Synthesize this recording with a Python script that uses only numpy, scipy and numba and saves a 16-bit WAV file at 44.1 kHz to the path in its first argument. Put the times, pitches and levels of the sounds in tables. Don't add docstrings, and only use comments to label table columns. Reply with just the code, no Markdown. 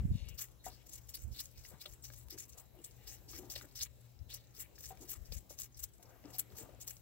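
import sys
import numpy as np
from scipy import signal
from scipy.fft import rfft, irfft
from scipy.io import wavfile
from scipy.ndimage import uniform_filter1d
from numba import njit

SR = 44100
rng = np.random.default_rng(int(sys.argv[2]) if len(sys.argv) > 2 else 0)


def file_out(sig):
    cols = np.atleast_2d(sig).T
    lim = np.clip(cols, -1, 1)
    pcm = np.round(lim * 32767).astype(np.int16)
    wavfile.write(sys.argv[1], SR, pcm)


def natural_amplitude(level_db):
    exponent = np.asarray(level_db, float) / 20
    return 10 ** exponent


N = 309141

# peak t/s, crackle level/dB, fade/ms, cavity f/Hz
SMACKS = [(0.29, -46.5, 12, 5930), (0.957, -44, 6.7, 7000), (0.647, -52, 15, 6900), (1.093, -44, 9, 6650),
          (1.11, -54, 22, 6000), (5.774, -50, 14, 6000), (1.226, -53, 22, 7100), (1.859, -53, 12, 3330),
          (2.305, -43.5, 14, 5800), (2.847, -42.5, 18, 7460), (3.29, -51, 75, 5800),
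          (3.504, -50.5, 73, 5100), (3.559, -41, 22, 4300), (3.759, -46, 35, 4900),
          (5.262, -53.5, 10, 5700), (5.325, -42, 7.6, 4700), (5.5, -48, 27, 6000),
          (5.635, -44.5, 13.4, 6400), (6.03, -54, 6.4, 5760), (6.883, -37, 7.9, 7600)]
# peak t/s, crackle level/dB, half length/ms, cavity f/Hz
PULLS = [(0.396, -39.5, 14, 5600), (0.422, -38.5, 17, 6750), (0.666, -47, 20, 6500), (0.723, -58, 29, 4300),
         (0.938, -47, 19, 6600), (1.152, -43, 14.5, 5200), (1.19, -55, 37, 6040), (1.365, -56, 25, 4300),
         (1.394, -46.5, 7, 4700), (1.407, -47.5, 11, 5600), (2.324, -47, 12, 5000), (3.577, -44, 8, 5500),
         (6.618, -48, 16, 7000), (1.583, -57.5, 24, 5330), (1.684, -56, 25, 6900), (2.165, -54, 35, 7100),
         (3.35, -46.5, 33, 5800), (3.612, -56.5, 23, 6700), (3.79, -57, 18, 3900), (3.814, -42, 13, 4700),
         (3.832, -32.5, 9.2, 6700), (4.346, -38.5, 11, 6000), (4.606, -41.5, 15, 7400),
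         (4.889, -49.5, 15.5, 7000), (5.028, -53, 17, 6400), (5.108, -39.5, 19, 6300),
         (5.343, -45.5, 22.6, 6300), (5.598, -47, 14, 6700), (5.618, -45, 12, 6900), (5.797, -49, 14, 7000),
         (5.828, -50, 20, 6500), (5.841, -41, 7, 7200), (6.351, -52.5, 24, 5800), (6.396, -34.5, 9, 8000),
         (6.591, -44.5, 24, 6600), (6.822, -47, 14, 7140), (6.898, -46, 23, 7400)]
# peak t/s, crackle level/dB, fade/ms, cavity f/Hz
SLIDES = [
    (1.331, -61.5, 92, 4950),
    (1.651, -49.5, 14, 6050),
    (1.814, -48, 21, 4900),
    (2.048, -49, 33, 6100),
    (2.386, -42, 36, 6300),
    (2.589, -52, 22, 7600),
    (3.084, -48, 52, 5560),
    (4.307, -53, 48, 3500),
    (4.559, -52.5, 42, 5930),
    (4.8, -50, 34, 6700),
]
# peak t/s, crackle level/dB, swell/ms
CLOSINGS = [
    (0.487, -64, 15),
    (1.455, -55.5, 40),
    (1.94, -54, 43),
    (2.139, -58.5, 29),
    (2.214, -55.5, 15),
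    (2.535, -59, 18),
    (4.857, -46.5, 39),
]
# t/s, crackle level/dB
DRIBBLES = [(0.348, -54), (0.869, -58.5), (0.895, -53), (0.979, -54.5), (1.018, -61), (1.888, -51),
            (2.499, -55.5), (3.65, -61), (4.759, -62), (4.921, -61), (5.374, -55), (6.308, -57),
            (6.522, -60), (6.97, -69)]
# f/Hz, level/dB
FILM_SPECTRUM = [(6500, -12.5), (8000, 5), (9300, -45), (10500, -2.5), (11500, -1), (14500, 1), (15600, 8.5),
                 (16000, 4)]
# t/s, peak level/dB, ring f/Hz
SNAPS = [(0.3785, -34, 14600), (0.3917, -22, 14700), (0.4093, -28, 13300), (0.42, -19, 14200),
         (0.4406, -26, 12000), (1.1548, -20, 14200), (1.221, -31.5, 13200), (1.4569, -30.5, 6750),
         (1.86, -26.5, 3630), (3.5625, -29, 3250), (3.8109, -22, 4650), (3.817, -21, 5260),
         (3.825, -24, 5970), (3.8327, -25, 10850), (2.306, -23, 14200), (4.891, -30, 13100),
         (4.343, -21, 15400), (4.6053, -23.5, 11800), (5.105, -19, 14700), (5.112, -22, 11800),
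         (5.589, -25, 6200), (5.6193, -20.5, 7000), (5.84, -21.5, 7300), (6.3839, -14, 15100),
         (6.387, -15, 11500), (6.3941, -9, 11200), (6.398, -15, 11900), (6.8784, -23, 7100),
         (6.898, -23.5, 10900), (6.9681, -37, 6300)]
# t/s, peak level/dB, ring f/Hz
THREADS = [(0.3783, -30, 14100), (0.3935, -24, 13700), (0.3979, -22, 14800), (0.4055, -25, 12500),
           (0.4082, -22, 13100), (0.4123, -24, 12400), (0.4224, -21, 12700), (0.6612, -28, 7600),
           (0.9351, -27, 12800), (0.9385, -28, 9200), (1.0911, -30, 6600), (1.0932, -28, 11400),
           (1.0946, -31, 13800), (1.1531, -23, 10600), (1.157, -21, 9300), (1.1692, -31, 9600),
           (1.3932, -26, 5300), (1.4108, -25, 7100), (1.4417, -33, 9300), (1.7075, -36, 12500),
           (1.8581, -32, 4000), (1.9127, -38, 11600), (2.1652, -36, 8400), (2.1789, -34, 11000),
           (2.3093, -28, 14400), (2.3874, -28, 8000), (2.5332, -35, 6200), (2.753, -42, 12400),
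           (3.392, -32, 14300), (3.5052, -30, 6400), (3.5608, -25, 5000), (3.6487, -38, 12000),
           (3.762, -28, 14900), (3.8193, -24, 5600), (3.8229, -21, 6900), (3.827, -20, 6900),
           (3.8296, -24, 7200), (3.8342, -13, 9500), (3.8367, -24, 8500), (4.3414, -26, 11400),
           (4.3443, -21, 10700), (4.3458, -28, 6200), (4.5989, -27, 11300), (4.8776, -33, 11300),
           (5.0959, -25, 7000), (5.0996, -23, 9400), (5.1013, -25, 12300), (5.1032, -19, 14000),
           (5.1092, -23, 12200), (5.3229, -28, 5100), (5.5274, -32, 10000), (5.635, -24, 7400),
           (5.7734, -31, 8500), (5.7944, -30, 14800), (6.0288, -36, 10500), (6.3891, -21, 12900),
           (6.3914, -22, 11900), (6.5878, -28, 9100), (6.8823, -24, 8500), (6.8956, -25, 13900)]
# t/s, peak level/dB
PRICKS = [(0.287, -35), (0.4864, -43), (0.9797, -50), (1.09, -45), (1.6781, -42), (1.7065, -46),
          (1.8884, -56), (1.9116, -52), (2.1364, -35), (2.213, -40), (2.2854, -37), (2.4962, -54),
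          (2.5321, -56), (2.843, -38), (3.1857, -46), (3.288, -41), (3.6107, -44), (3.755, -35),
          (4.9197, -39), (6.0277, -41), (6.782, -56), (6.8523, -43), (6.967, -53)]
# t/s, peak level/dB, f/Hz
TONGUE_TICKS = [(1.6505, -60.5, 2060), (1.8573, -61.5, 1440), (2.1016, -62.5, 1660), (2.378, -66, 1680),
                (3.5611, -59.5, 1900), (3.6124, -58.5, 1510), (4.6, -64.5, 2090), (4.7806, -66, 1770),
                (5.322, -64, 2500), (3.122, -68, 1900), (3.333, -65, 1250), (4.842, -65, 1800),
                (4.973, -70, 2400), (5.138, -67, 1400), (6.027, -73, 1580), (6.24, -70, 2000),
                (6.304, -71, 2000), (6.39, -66, 1700), (6.522, -73, 1400), (6.585, -65, 1800)]
# t/s, peak level/dB, f/Hz
POCKETS = [(0.8649, -58, 7100), (0.8934, -50, 7110), (1.0345, -58, 6850), (1.2311, -50, 6900),
           (1.925, -57, 6400), (2.0233, -50, 7690), (2.4982, -55, 7150), (2.6539, -62, 7140),
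           (2.815, -57, 7460), (2.9093, -55, 7160), (3.0335, -60, 7620), (3.7234, -63, 7400),
           (4.0043, -64, 7820), (4.5047, -63, 6560), (4.7546, -56, 5440), (4.9901, -58, 7720),
           (5.2495, -58, 5630), (5.7214, -60, 6900), (5.7438, -53, 5670), (5.9339, -56, 7820),
           (6.0536, -60, 5460), (6.0916, -60, 6550), (6.2856, -60, 7140)]
# t/s, peak level/dB, plank f/Hz, ring T60/s
KNOCKS = [(0.664, -38.5, 740, 0.088), (1.714, -55, 552, 0.082), (1.856, -49.5, 593, 0.089),
          (2.101, -58.5, 590, 0.053), (2.323, -56.5, 348, 0.11), (2.55, -61, 500, 0.1),
          (3.389, -49.5, 364, 0.25), (3.56, -44.5, 581, 0.048), (4.906, -44, 760, 0.13),
          (5.011, -61, 364, 0.57), (5.321, -48, 527, 0.023), (5.506, -47.5, 579, 0.068),
          (5.993, -61, 700, 0.16), (6.249, -46, 292, 0.14), (6.584, -54.5, 448, 0.26),
          (6.69, -49, 580, 0.061), (0.665, -50, 590, 0.06), (0.666, -56, 955, 0.08),
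          (1.724, -54, 587, 0.05), (2.342, -55, 355, 0.08), (2.746, -58, 659, 0.1), (3.216, -60, 565, 0.07),
          (3.337, -55, 334, 0.12), (3.43, -56, 780, 0.1), (3.49, -57, 590, 0.1), (3.64, -56, 590, 0.08),
          (4.582, -60, 444, 0.08), (4.811, -61, 565, 0.04), (5.027, -52, 355, 0.08),
          (6.045, -58, 520, 0.06), (6.157, -58, 660, 0.06), (6.24, -53, 560, 0.09), (6.275, -55, 400, 0.07),
          (6.345, -56, 750, 0.1), (6.511, -54, 417, 0.08), (6.61, -52, 320, 0.07), (6.635, -55, 600, 0.07),
          (6.73, -55, 579, 0.07), (6.789, -57, 525, 0.05)]
# t/s, length/s, level/dB, f/Hz, width/Hz
SCUFFS = [(0.08, 0.25, -65.5, 3700, 1200), (0.1, 0.2, -68, 2900, 800), (0.17, 0.22, -65, 2700, 800),
          (0.74, 0.12, -74.5, 2580, 900), (1.5, 0.14, -76, 2470, 500), (1.672, 0.14, -67, 770, 915),
          (2.328, 0.053, -59.5, 361, 98), (2.521, 0.15, -69, 745, 600), (2.726, 0.084, -63, 646, 80),
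          (2.745, 0.089, -63, 335, 120), (4.606, 0.072, -68, 2080, 900), (3.264, 0.3, -61.5, 283, 214),
          (3.33, 0.49, -74, 610, 500), (3.596, 0.089, -62.5, 338, 161), (5.924, 0.36, -69.5, 580, 494),
          (6.095, 0.031, -70, 1390, 300), (0.37, 0.1, -60, 1800, 1500), (5.135, 0.045, -68, 1600, 1300),
          (4.992, 0.07, -57.5, 297, 194), (6.252, 0.14, -66.5, 580, 497), (6.338, 0.033, -68, 710, 121),
          (6.463, 0.28, -63.5, 470, 610), (6.718, 0.049, -62.5, 567, 120), (2.93, 0.32, -70, 2140, 1530),
          (3.314, 0.084, -63, 2000, 1000), (0.635, 0.035, -62, 1950, 300), (0.58, 0.06, -74, 3950, 300),
          (3.605, 0.07, -66, 1450, 500), (6.1, 0.09, -75, 1400, 500), (6.575, 0.07, -69, 1700, 1200),
          (2.76, 0.06, -74, 2900, 500), (4.63, 0.04, -70, 2300, 600), (0.0, 0.012, -64, 1500, 2500)]
# t/s, peak level/dB, f/Hz
PUFFS_LEFT = [(0.004, -26, 62), (0.036, -36, 67.6), (0.063, -31, 72), (0.118, -23, 115), (0.155, -24, 124),
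              (0.228, -31.5, 60), (0.274, -37.5, 68.6), (0.313, -40.5, 80), (0.344, -40, 63.5),
              (0.401, -48, 103), (1.74, -44.5, 155), (1.928, -44, 64), (2.181, -46, 60.4),
              (3.36, -44, 69.4), (4.218, -36, 73), (4.268, -45, 67.6), (5.181, -43, 60), (5.221, -39, 54),
              (5.319, -35, 52), (5.368, -33, 65.6), (6.54, -44, 91), (6.637, -46, 97)]
# t/s, peak level/dB, f/Hz
PUFFS_RIGHT = [(0.015, -31.5, 63), (0.054, -21, 125), (0.109, -23, 71), (0.15, -35, 73), (0.949, -49, 60),
               (1.196, -48.5, 58.6), (1.25, -32.5, 68), (1.28, -34.5, 66.5), (1.318, -35, 64),
               (1.588, -44.5, 69.4), (3.819, -44, 75), (6.549, -51, 70)]
BREEZE_LEVELS = [-58.5, -73]
# f/Hz, density level/dB per Hz
AIR_SPECTRUM = [(140, -5), (609, -12.5), (1130, -22.5), (2580, -24.5), (4440, -28.5), (7800, -24),
                (9100, -50), (11200, -24.5)]
# t/s, level/dB
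AIR_SWELL = [
    (0, 5.5),
    (.55, 0.5),
    (1.3, 2),
    (2.2, 0.5),
    (3.3, 3.5),
    (4.1, -0.5),
    (5.0, 4),
    (5.8, -1),
    (6.4, 5.5),
    (7.01, 2.5),
]
# f/Hz, level/dB
PHONE_SHADOW = [(800, 8), (1500, 11), (2500, 11.5), (4000, 0), (6000, 5.5), (7700, 2.5), (9000, 9),
                (12000, 7.5)]


def suckling():
    film_gain, mouth_gain = np.zeros(N), np.zeros(N)
    rows = np.array(tears())
    cavity_hz = np.interp(np.arange(N) / SR, rows[:, 0], rows[:, 5])
    glide_octaves, glide_ms = .18, 25
    for s, rise_ms, fall_ms, film_db, mouth_db, peak_hz in rows:
        at = np.arange(int((s - .2) * SR), min(int((s + .3) * SR), N))
        dt_ms = (at / SR - s) * 1e3
        shape = tear(dt_ms, rise_ms, fall_ms)
        film_gain[at] = np.maximum(film_gain[at], natural_amplitude(film_db) * shape)
        glide = peak_hz * 2 ** (glide_octaves * np.tanh(dt_ms / glide_ms))
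        strongest = natural_amplitude(mouth_db) * shape > mouth_gain[at]
        cavity_hz[at] = np.where(strongest, glide, cavity_hz[at])
        mouth_gain[at] = np.maximum(mouth_gain[at], natural_amplitude(mouth_db) * shape)
    cavity_hz = uniform_filter1d(cavity_hz, size=200) * (1 + .07 * walk(60))
    patch_hz = 12500 + 2000 * np.tanh(walk(70))
    teat_gain = np.roll(uniform_filter1d(mouth_gain, 1300), 800)
    ragged = natural_amplitude(3.0 * walk(130))
    film_gain = film_gain * natural_amplitude(2.0 * walk(75))
    mouth_gain = mouth_gain * natural_amplitude(2.0 * walk(75))
    teat_gain = teat_gain * natural_amplitude(2.0 * walk(75))
    fizz_db = -76 + 2.6 * walk(20)
    teat_db = -15.5 - 2.0 * np.log2(cavity_hz / 5000)

    def lip_corner():
        spit = crackle(rate=1700, spread_db=3.5, hiss=0.5) * ragged
        film = unit(irfft(rfft(spit) * colour(FILM_SPECTRUM), N))
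        film = unit(film + band(film, patch_hz, 2700))
        wide = unit(band(band(spit, 1.38 * cavity_hz, 2.9 * cavity_hz), 4460, 8200))
        narrow = unit(band(band(spit, cavity_hz, 0.45 * cavity_hz), cavity_hz, .4 * cavity_hz))
        cavity = unit(narrow + .6 * wide)
        teat = natural_amplitude(teat_db) * unit(band(band(spit, 2140, 2100), 3100, 3700))
        mouth = mouth_gain * cavity + teat_gain * teat
        fizz = natural_amplitude(fizz_db) * (film + 0.6 * wide)
        return natural_amplitude(-4.0) * film_gain * film + natural_amplitude(-3.5) * mouth + fizz

    return lip_corner(), 0.5 * lip_corner()


def tears():
    pursed_hz = 6700
    rows = [(s, 5.8, ms, db, hz) for s, db, ms, hz in SMACKS]
    rows += [(s, 12.7, ms, db, hz) for s, db, ms, hz in SLIDES]
    rows += [(s, ms, 1.31 * ms, db, hz) for s, db, ms, hz in PULLS]
    rows += [(s, ms, 11, db, pursed_hz) for s, db, ms in CLOSINGS]
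    rows += [(s, 8.3, 8.3, db, pursed_hz) for s, db in DRIBBLES]
    return sorted((s, rise, fall, db, db - 3 - 9 * np.log2(hz / 6000), hz)
                  for s, rise, fall, db, hz in rows)


def tear(dt_ms, rise_ms, fall_ms):
    opening = dt_ms < 0
    x = np.abs(dt_ms) / np.where(opening, rise_ms, fall_ms)
    core = natural_amplitude(-10 * x ** np.where(opening, 2.2, 1.3))
    skirt = natural_amplitude(-13 - 4.0 * x ** np.where(opening, 2.6, 1.5))
    return core + skirt


def crackle(rate, spread_db, hiss):
    chance = rng.random((3, N))
    size = natural_amplitude(np.minimum(-spread_db * np.log(chance[1] + 1e-9), 12))
    clicks = (chance[0] < rate / SR) * size * np.sign(chance[2] - .5)
    return unit(clicks) + hiss * rng.standard_normal(N)


def seal_clicks():
    clicks = snaps() + pricks() + tongue_ticks()
    return clicks - 0.6 * band(clicks, 9100, 1800)


def snaps():
    out = np.zeros(N)
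    after_s, after_db, detune, top_hz = .0035, -11, 0.25, 15820
    chance = rng.uniform(-1.2, 1, (len(SNAPS), 3))
    neighbours = []
    for (s, db, hz), (a, b, c) in zip(SNAPS, chance):
        later = s + after_s * (1 + 0.35 * a)
        neighbours.append((later, db + after_db + 3 * b, min(hz * (1 + detune * c), top_hz)))
    threads = [(s, db - 2.5, hz) for s, db, hz in THREADS]
    for s, db, hz in SNAPS + neighbours + threads:
        snap = ring(hz, 5.5 / hz + 0.0005, 1.2 / hz)
        snap[3:5] += 0.66 * np.array([1, -1])
        add(out, s - .0002, natural_amplitude(db - 4.5) * snap)
    return out


def pricks():
    out = np.zeros(N)
    for s, db in PRICKS:
        add(out, s, natural_amplitude(db + 4.5) * np.array([0.29, -0.65, -0.55, 0.088]))
    return out


def tongue_ticks():
    out = np.zeros(N)
    for s, db, hz in TONGUE_TICKS:
        add(out, s, natural_amplitude(db + 15.0) * ring(2.6 * hz, .003, .0001))
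        add(out, s, natural_amplitude(db + 15.0) * ring(hz, 0.01, 0.00039))
        add(out, s, natural_amplitude(db + 11.5) * ring(1.337 * hz, 0.01, 0.00023))
    return out


def strays(count=40):
    out = np.zeros(N)
    for when, size, pitch in rng.random((count, 3)):
        hz = 7500 * 2 ** (1.6 * pitch - .8)
        db = -55 - 3.5 * np.log(size + 0.031)
        add(out, when * (N / SR - .01), natural_amplitude(db) * ring(hz, 12 / hz, 1 / hz))
    return out


def pockets():
    out = np.zeros(N)
    t = np.arange(int(.06 * SR)) / SR
    noises = rng.standard_normal((len(POCKETS), len(t)))
    for (s, db, hz), noise in zip(POCKETS, noises):
        centre, width = np.full(len(t), 1. * hz), np.full(len(t), .3 * hz)
        hiss = unit(svf(svf(noise, centre, width), centre, width))
        fade = natural_amplitude(db - 3 - 20 * t / .025)
        add(out, s, fade * np.minimum(t / .002, 1) * hiss)
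    return out


def knocks():
    out = np.zeros(N)
    modes = [(1.0, -1.0), (.93, -9.5), (0.621, -14.5), (1.29, -14), (2.5, -24.0)]
    shudder = unit(band(rng.standard_normal(N), 500, 390))
    t = np.arange(int(.2 * SR)) / SR
    for s, db, hz, t60 in KNOCKS:
        for ratio, mode_db in modes:
            add(out, s, natural_amplitude(db + mode_db) * ring(ratio * hz, t60 / np.sqrt(ratio), 0.0011))
        add(out, s, natural_amplitude(db - 15 - 60 * t / (2.6 * t60)) * shudder[int(s * SR):][:len(t)])
    return out


def scuffs():
    out = np.zeros(N)
    grit = crackle(rate=900, spread_db=2.5, hiss=.9) * natural_amplitude(2.0 * walk(30))
    for s, length, db, hz, width in SCUFFS:
        i, n = int(s * SR), int(length * SR)
        scrape = band(band(grit, hz, width), hz, 2 * width)[i:i + n]
        add(out, s, natural_amplitude(db + 3.5) * unit(scrape) * np.hanning(n) ** 0.94)
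    return out


def puffs():
    out = np.zeros((2, N))
    flutter = unit(band(band(band(rng.standard_normal(N), 107, 90), 98, 83), 158, 190))
    half_s = .06
    t = np.arange(-int(half_s * SR), int(half_s * SR)) / SR
    for port, rows in enumerate([PUFFS_LEFT, PUFFS_RIGHT]):
        for (s, db, hz), turn in zip(rows, rng.random(len(rows))):
            cycles = hz * t + 0.45 * np.tanh(2.52 * hz * t)
            swing = np.cos(2 * np.pi * (turn + 0.63 * cycles)) / np.cosh(hz * t / 0.59)
            rough = natural_amplitude(-21) * flutter[int(s * SR):][:len(t)] * np.exp(-(t / 0.035) ** 2)
            skip = max(int((half_s - s) * SR), 0)
            add(out[port], max(s - half_s, 0), natural_amplitude(db) * (swing + rough)[skip:])
    return out


def breeze():
    out = []
    for db in BREEZE_LEVELS:
        level = natural_amplitude(db + 2.0 * walk(7.3))
        rumble = band(band(rng.standard_normal(N), 55.8, 50), 55.8, 50)
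        out.append(level * unit(band(rumble, 68, 54)))
    return np.array(out)


def far_machine():
    tilt = natural_amplitude(np.array([[2.5], [-2.5]]))
    return natural_amplitude(-66 + 1.5 * walk(13)) * pair(hz=117.5, width=16, share=.6) * tilt


def farm_air():
    hz_at, db_at = np.transpose(AIR_SPECTRUM)
    swell = np.interp(np.arange(N) / SR, *np.transpose(AIR_SWELL))
    out = 0
    for hz in 140 * 2 ** (np.arange(28) / 4):
        density_db = np.interp(np.log(hz), np.log(hz_at), db_at)
        db = density_db + 10 * np.log10(hz) + swell + 2.6 * walk(12)
        out = out + natural_amplitude(db) * pair(hz, 0.24 * hz, 0.24)
    out = natural_amplitude(-67) * unit(out) * natural_amplitude(np.array([[1.5], [-1.5]]))
    return out + natural_amplitude(-89 + 4.1 * walk(6)) * pair(hz=3950, width=400, share=0.2)


def pair(hz, width, share):
    mid = unit(band(band(rng.standard_normal(N), hz, width), hz, width))
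    side = unit(band(band(rng.standard_normal(N), hz, width), hz, width))
    share = np.clip(share, 0, 1)
    return np.sqrt((1 + share) / 2) * mid + np.sqrt((1 - share) / 2) * side * np.array([[1], [-1]])


def ring(hz, t60, rise):
    t = np.arange(int((t60 + rise) * SR)) / SR
    x = np.sin(2 * np.pi * hz * t) * (1 - np.exp(-t / rise)) * np.exp(-np.log(1000) * t / t60)
    return x / np.max(np.abs(x))


def add(out, s, x):
    i = int(s * SR)
    out[i:i + len(x)] += x[:N - i]


def walk(rate):
    k = int(SR / rate)
    steps = np.repeat(rng.standard_normal(N // k + 1), k)
    return unit(uniform_filter1d(uniform_filter1d(steps, k), k)[:N])


def unit(x):
    return x / np.sqrt(np.mean(x ** 2))


def colour(table):
    hz, db = np.transpose(table)
    bin_hz = np.arange(N // 2 + 1) * SR / N
    return natural_amplitude(np.interp(np.log(bin_hz + 1), np.log(hz), db))


def band(x, hz, width):
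    return svf(x, np.clip(hz + np.zeros(N), 20, .45 * SR), width + np.zeros(N))


@njit
def svf(x, hz, width):
    y, b, l = np.empty(len(x)), 0., 0.
    for i in range(len(x)):
        g, k = np.tan(np.pi * hz[i] / SR), width[i] / hz[i]
        v = (b + g * (x[i] - l)) / (1 + g * (g + k))
        b, l, y[i] = 2 * v - b, l + 2 * g * v, k * v
    return y


def ports(x):
    t60, lead = .04, 3.49
    t = np.arange(int(t60 * SR)) / SR
    tails = rng.standard_normal((2, len(t))) * np.exp(-np.log(1000) * t / t60) * (t > .0012)
    tails *= natural_amplitude(-7) / np.sqrt(np.sum(tails ** 2, axis=1, keepdims=True))
    delay = np.exp(-2j * np.pi * lead * np.arange(N // 2 + 1) / N)
    late = irfft(rfft(x) * delay, N)
    left, right = np.array([x, late]) + signal.fftconvolve(x[None], tails, axes=1)[:, :N]
    return np.array([left, irfft(rfft(right) / colour(PHONE_SHADOW), N)])


def scene():
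    common, apart = suckling()
    kid = common + seal_clicks() + strays() + pockets()
    near = ports(kid + knocks() + scuffs()) + ports(apart) * np.array([[1], [-1]])
    return near + puffs() + breeze() + far_machine() + farm_air()


def top_cut(x):
    return signal.sosfilt(signal.butter(12, 16990, fs=SR, output="sos"), x)


def record(dry):
    dipped = dry - 0.18 * np.array([band(x, 8830, 1800) for x in dry])
    steep = signal.ellip(10, .3, 55, 15820, fs=SR, output="sos")
    mix = signal.sosfilt(steep, dipped)
    return top_cut(mix)


dry = scene()
out = record(dry)
file_out(out)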